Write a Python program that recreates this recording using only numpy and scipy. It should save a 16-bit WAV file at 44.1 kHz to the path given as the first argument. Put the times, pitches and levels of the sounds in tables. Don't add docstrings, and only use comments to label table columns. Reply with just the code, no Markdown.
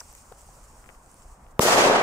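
import sys
import numpy as np
from scipy import signal
from scipy.fft import rfft, irfft, next_fast_len
from scipy.io import wavfile
from scipy.ndimage import uniform_filter1d, map_coordinates

SR = 44100
rng = np.random.default_rng(int(sys.argv[2]) if len(sys.argv) > 2 else 0)


def volts_from_decibels(level):
    exponent = np.asarray(level, float) / 20
    return 10 ** exponent


def persist_wave(psi):
    counts = np.round(np.clip(psi, -1, 1) * 32767).astype(np.int16)
    wavfile.write(sys.argv[1], SR, np.atleast_2d(counts).T)


N = 89258

# [t/s, level/dB]
FUSE_BURN = [(0, -45.5), (.02, -55), (.15, -55), (.2, -52), (.23, -56.5), (.36, -61), (.385, -56),
             (.55, -57), (.7, -60), (.93, -61), (1.0, -64), (1.06, -62.5), (1.2, -59.5), (1.345, -62),
             (1.365, -65.5), (1.5, -69.5), (1.515, -63), (1.53, -74.5)]
# [f/Hz, density/dB per Hz]
FIZZ_SPECTRUM = [(1470, -16), (2500, -12.5), (3660, -19.5), (5440, -9.5), (7710, -4.5), (9510, -8),
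                 (10900, -20.5), (16000, -18)]
# [f/Hz, correlation/1]
FIZZ_CORRELATION = [(3000, -0.14), (6000, 0.61), (12000, 0.75)]
# [t/s, peak level/dB, f/Hz, left minus right/dB]
SPITS = [(.0043, -32.5, 5500, 1), (.0046, -31, 8200, 1.5), (.0057, -29.5, 5900, 4),
         (.1285, -40, 13500, 5.5), (0.1375, -46, 6100, 3.5), (0.1514, -34.5, 7400, 3),
         (.1517, -40, 12300, 5.5), (0.41, -45, 7400, 9), (.417, -41, 8000, 0), (1.044, -50, 7900, 4),
         (1.062, -46.5, 8050, 9), (1.116, -40, 9930, 2.5), (1.143, -39.5, 9600, 0.5),
         (1.222, -42.5, 7800, 5)]
# [t/s, peak level/dB, f/Hz, left minus right/dB]
POPS = [(.0045, -40, 2300, 0), (.009, -41, 1900, -1), (.011, -42, 1200, 1), (.0122, -38, 1400, 3),
        (.013, -36, 1100, 5), (.0142, -42, 1300, -1), (.0172, -40.5, 1000, 6), (.095, -53, 2600, 3),
        (.128, -50, 2300, 3), (.153, -51, 2600, 3), (.18, -50, 2800, 3), (.3172, -44, 480, 4),
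        (.3193, -39, 440, 4), (.3213, -35.5, 560, 5), (.324, -35, 950, 5), (.324, -44, 3000, 2),
        (.3253, -43, 900, 2), (.36, -49, 1300, 3), (.363, -49, 1150, 3), (.4893, -45, 800, 2),
        (.4906, -44, 760, 4), (.492, -47, 800, 4), (.8423, -43, 1700, 13), (.85, -47, 1300, 8),
        (.8612, -44, 1700, 12), (.891, -34.5, 1900, 11), (.8925, -43, 600, 4), (.8945, -47, 2200, 9),
        (.8972, -43, 1900, 11), (.898, -42, 600, 6), (.9003, -45, 1400, 10), (.9018, -41, 1700, 10),
        (.95, -47, 1970, 8), (1.222, -52, 2500, 5), (1.466, -46, 2250, 4)]
# [f/Hz, density/dB per Hz]
HUM_SPECTRUM = [(53, -22), (90, 0.5), (201, -4.5), (353, -10), (544, -6.5), (1070, -4.5), (4170, -36),
                (10800, -28), (16000, -41)]
# [f/Hz, correlation/1]
HUM_CORRELATION = [(150, 0.99), (600, 0.78), (1400, 0.3), (3100, -0.3), (7000, -0.84)]
# [f/Hz, density/dB per Hz]
RUMBLE_SPECTRUM = [(15, -30), (25, 6), (54, -5), (75, -19.5), (130, -20), (170, -43), (290, -120)]
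# [t/s, level/dB]
PUFFS = [(.06, -47), (.097, -40.5), (.135, -45), (.22, -43.5), (.279, -52), (.322, -47), (.393, -51),
         (.486, -41), (.564, -42), (0.626, -38.5), (0.649, -44), (0.687, -50), (0.722, -42), (.796, -38.5),
         (.835, -44), (0.88, -48), (.972, -36.5), (1.068, -46), (1.226, -43), (1.261, -35), (1.293, -37),
         (1.327, -34.5), (1.447, -41), (1.478, -38), (1.519, -44), (1.552, -44)]
SHOCK_DB = [
    [-7],
    [-1],
]
SUCTION_DB = [
    [-30],
    [-6],
]
# [t after shock/s, level/dB, f/Hz, sign/1]
CAPSULE_SWINGS = [
    (.001, -8.5, 540, -1),
    (.0017, -12, 650, 1),
    (.0024, -6.5, 750, 1),
    (.003, -6.5, 800, -1),
    (.004, -10, 185, 1),
    (.0108, -24, 260, -1),
]
# [t/s, level/dB]
ECHO_LEVEL = [(1.596, -51), (1.604, -45.5), (1.616, -31.5), (1.66, -32.5), (1.685, -29), (1.8, -26),
              (1.88, -25.5), (2.024, -30)]
# [t/s, trough level/dB, f/Hz, side (left +, saturating beyond 4)/1]
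SLAPS = [(1.6071, -14.0, 470.0, 7.0), (1.631, -11.0, 550.0, 1.0), (1.6357, -12.5, 420.0, 4.0),
         (1.6544, -8.5, 480.0, 0.0), (1.6627, -10.0, 470.0, 3.0), (1.681, -9.5, 880.0, -3.0),
         (1.6871, -8.5, 710.0, 4.0), (1.6945, -13.0, 670.0, 6.0), (1.7066, -15.0, 740.0, 4.0),
         (1.7112, -12.0, 820.0, -2.0), (1.7166, -14.0, 820.0, 5.0), (1.7234, -8.5, 880.0, 5.0),
         (1.728, -10.0, 570.0, 10.0), (1.7331, -11.0, 580.0, -1.0), (1.7461, -15.5, 470, 10.0),
         (1.7551, -13.0, 790.0, 6.0), (1.7612, -8.5, 630.0, 4.0), (1.7687, -14.0, 1000.0, -5.0),
         (1.778, -14.0, 820.0, -5.0), (1.7823, -10.5, 610.0, -1.0), (1.7868, -9.5, 880.0, 2.0),
         (1.7995, -12.0, 570.0, 5.0), (1.808, -8.5, 570.0, 6.0), (1.8144, -13.0, 820.0, 2.0),
         (1.8228, -12.0, 470.0, -4.0), (1.8272, -13.5, 880.0, -10.0), (1.8367, -15.0, 1000.0, -4.0),
         (1.8416, -13.5, 650.0, 8.0), (1.8467, -15.0, 920.0, 9.0), (1.8523, -11.0, 440.0, 10.0),
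         (1.8604, -8.0, 650.0, 0.0), (1.8697, -12.5, 820.0, 5.0), (1.8737, -9.5, 470, 9.0),
         (1.8792, -12.5, 790.0, 1.0), (1.8834, -10.0, 790.0, 8.0), (1.8994, -5.5, 630.0, 4.0),
         (1.9106, -6.5, 550.0, 4.0), (1.918, -11.0, 460.0, -1.0), (1.9303, -13.5, 630.0, 8.0),
         (1.9354, -13.0, 580.0, 4.0), (1.9395, -13.0, 740.0, 1.0), (1.9453, -14.0, 650.0, 6.0),
         (1.9497, -14.5, 880.0, -10.0), (1.957, -12.0, 550.0, 0.0), (1.9617, -11.5, 850.0, 0.0),
         (1.97, -11.0, 690.0, -1.0), (1.9795, -12.5, 760.0, -2.0), (1.9836, -14.5, 500.0, -4.0),
         (1.9938, -14.5, 500.0, -1.0), (2.0132, -9.0, 740.0, 1.0)]
# [f/Hz, density/dB per Hz]
WASH_SPECTRUM = [(60, -28), (130, -16.5), (300, -13), (600, -7.5), (1300, -9), (3600, -17), (7000, -17),
                 (16000, -35.5)]
# [f/Hz, gain/dB per s of extra path]
AIR = [(100, -15), (200, -22), (400, 12), (2200, -3.5), (5000, -31), (8000, -45), (13000, -68),
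       (16000, -110)]
# [f/Hz, correlation/1]
WASH_CORRELATION = [(60, 0.99), (150, 1), (380, 0.78), (950, 0.19), (2380, -0.44), (5980, -0.2),
                    (15000, 0.32)]
# [f/Hz, density/dB per Hz]
NEAR_LEAF_SPECTRUM = [(3000, -33), (5500, 3.5), (9000, 0.5), (15000, -3.5)]

T = np.arange(N) / SR
BANG_S = 1.5935
PORT_LAG_S = .00017
WASH_MID_S = 1.7
SLAP_LEAD = .05
DUCK_DB = -6


def unit(x):
    return x / np.sqrt(np.mean(x ** 2) + 1e-20)


def along(points, hz):
    f, v = np.transpose(points)
    return np.interp(np.log(hz + 1), np.log(f + 1), v)


def curve(rows):
    s, v = np.transpose(rows)
    return np.interp(T, s, v)


def wobble(rate):
    knots = rng.standard_normal(int(N * rate / SR) + 4)
    return map_coordinates(knots, [np.arange(N) * rate / SR])


def rush(spectrum, alike, patchy_db, air=((1, 0), (2, 0))):
    hz, t, z = signal.stft(rng.standard_normal((2, N)), SR, nperseg=1024, noverlap=768)
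    patches = rng.standard_normal(z.shape[1:])
    patches = uniform_filter1d(patches, size=9, axis=0)
    patches = uniform_filter1d(patches, size=5, axis=1)
    colour = volts_from_decibels(along([(spectrum[0][0] / 2, -60)] + list(spectrum), hz))
    absorbed_db = np.outer(along(air, hz), np.clip(t - WASH_MID_S, -.05, 1))
    gain = volts_from_decibels(patchy_db * unit(patches) + absorbed_db)
    turn = np.arccos(np.clip(along(alike, hz), -1, 1)) / 2
    z = z * gain * (colour * [np.cos(turn), np.sin(turn)])[..., None]
    noise = signal.istft(z, SR, nperseg=1024, noverlap=768)[1][:, :N]
    mid, side = noise / np.sqrt(np.mean(colour ** 2))
    return np.array([mid + side, mid - side])


def wavelets(s, db, hz, cycles, pan_db, lag_s, noise=0, lead=0):
    out, k = np.zeros((2, N)), np.arange(-400, 400)
    grit = rng.standard_normal((len(s), len(k)))
    for port, sign in enumerate((1, -1)):
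        at = (s + sign * lag_s / 2) * SR
        phase = (k - (at % 1)[:, None]) / SR * hz[:, None]
        bell = np.exp(-((phase + lead) / cycles) ** 2)
        w = volts_from_decibels(db + sign * pan_db / 2)[:, None] * bell * (np.cos(2 * np.pi * phase) + noise * grit)
        place = np.clip(at.astype(int)[:, None] + k, 0, N)
        out[port] = np.bincount(place.ravel(), w.ravel(), N + 1)[:N]
    return out


def fuse_fizz():
    level_db = curve(FUSE_BURN) + 1.2 * wobble(60) + [[-.7], [.7]]
    return volts_from_decibels(level_db) * rush(FIZZ_SPECTRUM, FIZZ_CORRELATION, patchy_db=.9)


def fuse_pulses(events, cycles, noise, lead=0):
    s, db, hz, pan = np.transpose(events)
    return wavelets(s, db, hz, cycles, pan, -np.tanh(pan / 5) * PORT_LAG_S, noise, lead)


def fuse():
    fizz = fuse_fizz()
    spits = fuse_pulses(SPITS, cycles=3, noise=.25)
    pops = fuse_pulses(POPS, cycles=.5, noise=.12, lead=-.12)
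    return fizz + spits + pops


def traffic_hum():
    return volts_from_decibels(-56.5 + .8 * wobble(8)) * rush(HUM_SPECTRUM, HUM_CORRELATION, patchy_db=1.3)


def wind():
    spectrum = list(RUMBLE_SPECTRUM) + [(260, -49.5)]
    level = volts_from_decibels(-57 + 1.5 * wobble(9))
    rumble = level * unit(rush(spectrum, [(30, 1.0)], patchy_db=0.6))
    puff_s = 0.0066
    puffs = sum(volts_from_decibels(db) * (s - T) / puff_s * np.exp(-((T - s) / puff_s) ** 2) for s, db in PUFFS)
    return rumble + puffs


def shock(u):
    return np.clip(u * 3, 0, 1) * (1 - u / 2) * np.exp(-np.abs(u) / 2)


def capsule_swings(t):
    swings = 0
    for s, db, hz, sign in CAPSULE_SWINGS:
        bell = np.exp(-((t - s) * hz / .38) ** 2)
        swings = swings + sign * volts_from_decibels(db) * bell * np.cos(2 * np.pi * hz * (t - s)) * (t > 0)
    closed_s = .02
    return swings * np.exp(-(t / closed_s) ** 8)


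def debris(t):
    return volts_from_decibels(-23) * (t > 0) * np.exp(-(t / .002) ** 2) * rng.standard_normal(t.shape)


def blast():
    t = T - BANG_S - np.array([[.00004], [-.00004]])
    shock_s = np.array([[.00017], [.0001]])
    direct = volts_from_decibels(SHOCK_DB) * shock(t / shock_s)
    bounce = volts_from_decibels(-11) * shock((t - .0012) / shock_s)
    suction = volts_from_decibels(SUCTION_DB) * np.exp(-((t - .0003) / .00006) ** 2)
    return direct - bounce - suction + capsule_swings(t) + debris(t)


def near_leaves():
    u = np.clip(T - 1.602, 0, 1)
    swell = (1 - np.exp(-(u / 0.015) ** 2)) * np.exp(-u / 0.03)
    level_db = -22.5 + 18 * np.array([[.5], [-.5]])
    return volts_from_decibels(level_db) * swell * rush(NEAR_LEAF_SPECTRUM, [(5000, 0.38)], patchy_db=1.5)


def leaf_wash():
    return volts_from_decibels(9.5 + 0.97 * wobble(60.14)) * rush(WASH_SPECTRUM, WASH_CORRELATION, patchy_db=1.1, air=AIR)


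def trunk_slaps():
    s, db, hz, pan = np.transpose(SLAPS)
    side = np.tanh(pan / 4)
    return -wavelets(s, db - 1.5, hz, .64, side * 4.5, -side * PORT_LAG_S, lead=SLAP_LEAD)


def small_slaps(count=320):
    from_s, rise_s = 1.63, 0.038
    place = rng.random((count, 2))
    size = np.clip(rng.standard_normal((count, 2)), -1.5, 1.5)
    s = from_s + .39 * place[:, 0]
    side = np.cos(np.pi * place[:, 1])
    hz = 670 * np.exp(.36 * size[:, 1])
    slaps = -wavelets(s, 1.5 * size[:, 0], hz, 0.59, -2.5 * side, side * PORT_LAG_S, lead=SLAP_LEAD)
    slaps = slaps / np.sqrt(np.mean(slaps[:, T > 1.7] ** 2))
    return slaps * np.clip((T - from_s) / rise_s, 0, 1)


def echoes():
    level = volts_from_decibels(curve(ECHO_LEVEL)) * np.clip((T - BANG_S) / .008, 0, 1) ** 2
    slaps = trunk_slaps()
    diffuse = volts_from_decibels(2) * small_slaps() + leaf_wash()
    return slaps + level * diffuse + near_leaves()


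def scene():
    after = T > BANG_S
    quiet = fuse() * ~after + traffic_hum() + wind()
    return quiet * volts_from_decibels(DUCK_DB * after) + blast() + echoes()


def roll_off(x):
    return signal.sosfilt(signal.butter(12, 16810, fs=SR, output="sos"), x)


def record(dry):
    ceiling, knee = .72, 5
    soft = dry / (1 + np.abs(dry / ceiling) ** knee) ** (1 / knee)
    m = next_fast_len(N + 4096)
    over = np.clip((np.fft.rfftfreq(m, 1 / SR) - 15550) / 130, 0, 12)
    mix = irfft(rfft(soft, m) * volts_from_decibels(-10 * over), m)[:, :N]
    return roll_off(mix)


dry = scene()
out = record(dry)
persist_wave(out)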